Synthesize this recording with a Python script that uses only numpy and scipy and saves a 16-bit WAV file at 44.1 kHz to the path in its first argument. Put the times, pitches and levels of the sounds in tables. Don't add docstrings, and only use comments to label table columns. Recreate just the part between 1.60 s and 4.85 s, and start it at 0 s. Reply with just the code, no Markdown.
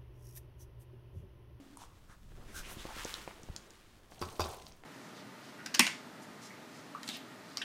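import sys
import numpy as np
from scipy import signal
from scipy.fft import rfft, irfft
from scipy.io import wavfile
from scipy.ndimage import uniform_filter1d

SR = 44100
rng = np.random.default_rng(int(sys.argv[2]) if len(sys.argv) > 2 else 0)


def waveform_to_disk(signal):
    frames = np.transpose(np.atleast_2d(signal))
    scaled = np.clip(frames, -1, 1) * 32767
    samples = np.round(scaled).astype(np.int16)
    wavfile.write(sys.argv[1], SR, samples)


N = 143325
T = np.arange(N) / SR
SNAP_DECAY_S = 0.0018

# (time [s], thud level [dB], thud pitch [Hz], clack level [dB])
SCOOP_HITS = [(2.6154, -31.5, 333, -33.5), (2.624, -32, 1260, -38), (2.633, -52, 1190, -44),
              (2.7954, -24, 657, -31.5), (2.8042, -32.5, 1070, -25.5), (2.8181, -56, 750, -33),
              (2.8579, -36, 406, -58)]
# (pitch [Hz], gain [dB], 60 dB decay time [s])
KNOCK_MODES = [(83.1, -1.5, 0.233), (325, -6, 0.042), (426, -6.5, 0.044), (641, -14, 0.14),
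               (781, -11, 0.11), (864, -21, 0.024), (1003.6, -4, 0.11), (1097, -0.5, 0.03),
               (1344, -7, 0.028), (1552, -10, 0.068), (2560, -14, 0.066), (3600, -11, 0.046),
               (4770, -8, 0.047), (5590, -11.5, 0.048)]
# (frequency [Hz], relative gain [dB])
GRIT_EQ = [(300, 11.5), (1200, 17.5), (2000, -9), (5200, -8), (7000, -2), (16000, -9.5)]


def scoop_knocks():
    out, t = np.zeros(N), T[:SR // 2]
    clack_above_hz, detune, thump_delay_s, grit_decay_s = 2000, .015, .001, 0.0058
    clusters = {hz: noise_band(hz, 0.068 * hz) for hz, _, _ in KNOCK_MODES if hz > clack_above_hz}
    grit = equalise(rng.standard_normal(N), GRIT_EQ)
    for time, thud_db, thud_hz, clack_db in SCOOP_HITS:
        for k, (hz, db, t60) in enumerate(KNOCK_MODES):
            if hz in clusters:
                ring = amp(clack_db) * np.roll(clusters[hz], -round(time * SR))[:len(t)] / np.sqrt(2)
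            else:
                octaves_away = np.log2(hz / thud_hz)
                drive = 0.38 + 0.62 * np.exp(-(octaves_away / 0.69) ** 2)
                detuned_hz = hz * (1 + detune * rng.uniform(-1, 1))
                ring = amp(thud_db) * drive * (-1) ** k * np.sin(2 * np.pi * detuned_hz * t)
            add(out, time, amp(db - 60 * t / t60) * ring)
        thump = -amp(thud_db + 3) * air_push(thud_hz)
        add(out, time + thump_delay_s - len(thump) / 2 / SR, thump)
        crunch = np.roll(grit, rng.integers(N))[:len(t)] * np.exp(-t / grit_decay_s)
        add(out, time, amp(clack_db - 3.5) * crunch)
    return out


# (time [s], level [dB])
POUR_FADER = [(2.45, -105), (2.52, -55.5), (2.565, -62), (2.635, -52.5), (2.75, -53.5), (2.785, -57.5),
              (2.83, -47.5), (2.93, -50.5), (2.97, -56.5), (3.08, -58.5), (3.25, -85)]
# (frequency [Hz], relative gain [dB])
CRUMB_EQ = [(100, 13), (350, 2.5), (750, 12), (1100, 1.5), (1900, -3), (3000, 0), (5500, -2.5), (7000, -6),
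            (16000, -13)]
# (frequency [Hz], relative gain [dB])
CRISP_EQ = [(300, -3.5), (1000, -19), (3300, -6), (4600, -10), (6100, -5.5), (7300, -10.5), (8700, -9),
            (16000, -25)]


def compost_pour():
    edges_hz = np.geomspace(100, 16000, 8)
    bands = [signal.butter(2, pair, "band", fs=SR, output="sos") for pair in zip(edges_hz, edges_hz[1:])]
    crumbs, crackle = np.zeros(N), np.zeros(N)
    for band in bands:
        crumbs += signal.sosfilt(band, grains(per_s=10000)) * flutter(depth_db=5.0, per_s=170)
    snaps = rng.standard_normal((3, 1000)) * np.exp(-T[:1000] / SNAP_DECAY_S)
    for band, snap in zip(bands[::-1], snaps):
        crackle += signal.sosfilt(band, signal.fftconvolve(grains(per_s=300), snap)[:N])
    return fader(POUR_FADER) * (equalise(crumbs, CRUMB_EQ) + amp(-11.5) * equalise(crackle, CRISP_EQ))


# (time [s], ring peak [dB], pitch [Hz])
TWIG_TICKS = [(.1713, -44, 970), (.172, -38.5, 8100), (0.2188, -45.5, 1010), (0.2366, -42.5, 1040),
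              (1.4484, -30.5, 5800), (1.541, -26.5, 3680), (1.677, -41, 2250), (1.833, -39.5, 6100),
              (1.9633, -27.5, 6020), (2.106, -43, 6400), (2.841, -31, 3600), (3.067, -37, 4440),
              (3.122, -47, 5300)]


def twig_ticks():
    out, t = np.zeros(N), T[:1000]
    attack_cycles = 0.87
    for time, db, hz in TWIG_TICKS:
        age = t * hz / attack_cycles
        ring = np.sin(2 * np.pi * hz * t) * age * np.exp(1 - age)
        snap = noise_band(hz, hz / 2, size=len(t)) * np.exp(-t / SNAP_DECAY_S)
        add(out, time, amp(db) * (ring + amp(-8) * snap))
    return out


# (time [s], level [dB], pitch [Hz])
DULL_BUMPS = [(0.499, -45.5, 123), (.72, -50, 960), (1.172, -40, 146), (1.254, -32.5, 466),
              (1.367, -39.5, 344), (1.4531, -31, 423), (1.6771, -32, 810), (1.7114, -38.5, 1100),
              (1.8379, -45, 170), (1.888, -40.5, 604), (1.9017, -35, 79), (2.521, -42.5, 1070),
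              (3.237, -42, 1290)]


def dull_bumps():
    out, t = np.zeros(N), T[:4000]
    scuff_decay_s = 0.005
    for time, db, hz in DULL_BUMPS:
        thump = air_push(hz)
        scuff = noise_band(hz, hz, size=len(t)) * np.exp(-t / scuff_decay_s)
        add(out, time - len(thump) / 2 / SR, amp(db) * thump)
        add(out, time, amp(db - 9.5) * scuff)
    return out


# (time [s], rasp level [dB], low-mid level [dB])
SHIRT_FADERS = [(0, -67, -65.5), (.65, -73, -81), (.8, -65, -60), (1.03, -60, -61), (1.2, -53, -59),
                (1.32, -54.5, -73), (1.39, -47, -59.5), (1.52, -48.5, -64), (1.58, -52, -55.5),
                (1.67, -56.5, -63), (1.77, -62, -60), (1.98, -63.5, -62.5), (2.3, -65.5, -70.5),
                (2.45, -70.5, -68)]
# (frequency [Hz], relative gain [dB])
RASP_EQ = [(500, -22), (1000, 1.5), (1500, 1), (2400, -1), (3200, -1.5), (4300, -4.5), (6200, -7.5),
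           (8500, -10), (16000, -19.5)]
# (frequency [Hz], relative gain [dB])
LOW_MID_EQ = [(100, -1), (350, 4), (650, -1.5), (1100, -6.5), (1800, -13), (4000, -49)]
# (time [s], level [dB])
LEAD_FADER = [(0, -69.5), (.32, -57.5), (.45, -62), (.72, -51), (1.4, -53.5), (1.78, -61.5), (1.92, -54),
              (2.05, -68.5), (2.4, -66.5), (2.85, -59), (3.25, -60.5)]
# (frequency [Hz], relative gain [dB])
LEAD_EQ = [(15, 3), (40, 7), (130, -7), (220, -14), (1000, -48)]


def shirt_rub():
    rasp = fader(SHIRT_FADERS, column=1) * equalise(grains(per_s=20000), RASP_EQ)
    low_mids = fader(SHIRT_FADERS, column=2) * equalise(rng.standard_normal(N), LOW_MID_EQ)
    rumble = fader(LEAD_FADER) * equalise(rng.standard_normal(N), LEAD_EQ)
    return rasp * flutter(depth_db=1.3, per_s=60) + low_mids * flutter(depth_db=2.3, per_s=50) + rumble


# (centre time [s], resonance [Hz], width [Hz], resonance level [dB], hiss level [dB])
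SWISHES = [(0.222, 930, 402, -59.5, -58), (0.517, 1350, 610, -59, -67), (.91, 1950, 900, -61.5, -65.5),
           (.98, 1490, 202, -48, -47), (1.062, 2450, 1010, -53, -62), (1.106, 1440, 1600, -53, -54),
           (1.21, 3500, 900, -56.5, -56), (1.306, 930, 446, -50.5, -61.5), (1.39, 1470, 950, -52, -76)]
# (centre time [s], level [dB])
CLOTH_SHEEN = [(.975, -55), (1.12, -55), (1.515, -63)]


def swishes():
    out, swell_s = np.zeros(N), 0.023
    hiss = equalise(grains(per_s=20000), CRISP_EQ)
    for time, hz, width_hz, db, hiss_db in SWISHES:
        swell = np.exp(-.5 * ((T - time) / swell_s) ** 2)
        out += swell * (amp(db) * noise_band(hz, width_hz) + amp(hiss_db) * hiss)
    for time, db in CLOTH_SHEEN:
        swell = np.exp(-.5 * ((T - time) / swell_s) ** 2)
        out += swell * amp(db) * noise_band(hz=11500, width_hz=6000)
    return out


# (time [s], level [dB])
HOLLOW_FADER = [(0, -51.5), (.1, -63.5), (.16, -63.5), (.24, -72)]


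def hollow_ring():
    drift = unit_rms(uniform_filter1d(rng.standard_normal(N), size=900))
    hz = 279 + 11 * drift
    tone = np.sqrt(2) * np.sin(2 * np.pi * np.cumsum(hz) / SR)
    gate = T < HOLLOW_FADER[-1][0]
    return fader(HOLLOW_FADER) * tone * flutter(depth_db=4.5, per_s=150) * gate


# (frequency [Hz], relative gain [dB])
AIR_EQ = [(30, -3), (126, -3.5), (400, -13), (1000, -19.5), (2300, -31), (7000, -31.5), (15500, -36)]


def room_tone():
    return amp(-65.5) * equalise(rng.standard_normal(N), AIR_EQ)


# (frequency [Hz], 60 dB decay time [s])
ROOM_DECAY = [(80, 0.3), (300, 0.57), (800, 0.7), (3000, 0.2), (7000, 0.28), (15000, 0.19)]


def reverb(x, wet_db):
    predelay_s = .005
    reflections = rng.standard_normal(SR) * (rng.random(SR) < .1) * (T[:SR] > predelay_s)
    hz, t, spectrum = signal.stft(reflections, SR, nperseg=256)
    decay = amp(-60 * t / curve_at(ROOM_DECAY, hz)[:, None])
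    tail = signal.istft(spectrum * decay, SR, nperseg=256)[1]
    tail *= 1 + 2.3 * np.exp(-T[:len(tail)] / 0.0059)
    return x + amp(wet_db) * signal.fftconvolve(x, tail / np.linalg.norm(tail))[:N]


def air_push(hz):
    width_cycles = 0.26
    u = np.arange(-.02, .02, 1 / SR) * hz / width_cycles
    return 3 * u / (1 + u ** 2) ** 2


def grains(per_s, spread_db=3):
    size = amp(spread_db * np.minimum(rng.exponential(1, N), 5))
    return size * rng.standard_normal(N) * (rng.random(N) < per_s / SR)


def noise_band(hz, width_hz, size=N):
    offset = (np.fft.rfftfreq(size, 1 / SR) - hz) / width_hz
    return unit_rms(irfft(rfft(rng.standard_normal(size)) / (1 + 2 * offset ** 2), size))


def flutter(depth_db, per_s):
    return amp(depth_db * np.interp(T * per_s, np.arange(2000), rng.standard_normal(2000)))


def fader(rows, column=1):
    rows = np.array(rows)
    return amp(np.interp(T, rows[:, 0], rows[:, column]))


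def equalise(x, eq):
    gain = amp(curve_at(eq, np.fft.rfftfreq(N, 1 / SR)))
    return unit_rms(irfft(rfft(x) * gain, N))


def curve_at(points, hz):
    points_hz, values = np.transpose(points)
    return np.interp(np.log(hz + 1), np.log(points_hz + 1), values)


def add(mix, time, sound):
    part = mix[max(round(time * SR), 0):][:len(sound)]
    part += sound[:len(part)]


def amp(db):
    return 10 ** (np.asarray(db) / 20)


def unit_rms(x):
    return x / np.sqrt(np.mean(x ** 2) + 1e-20)


def scene():
    bed = room_tone()
    handling = reverb(shirt_rub() + swishes() + dull_bumps(), wet_db=-13.5)
    compost = hollow_ring() + compost_pour()
    ticks = reverb(twig_ticks(), wet_db=-9.5)
    knocks = reverb(scoop_knocks(), wet_db=-10)
    return (knocks + compost + ticks + handling + bed)[None]


def record(dry):
    cutoff_hz = 15900
    high_cut = signal.firwin(511, cutoff_hz, window=("kaiser", 9), fs=SR)
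    return signal.oaconvolve(dry, high_cut[None], "same")


dry = scene()
out = record(dry)
waveform_to_disk(out)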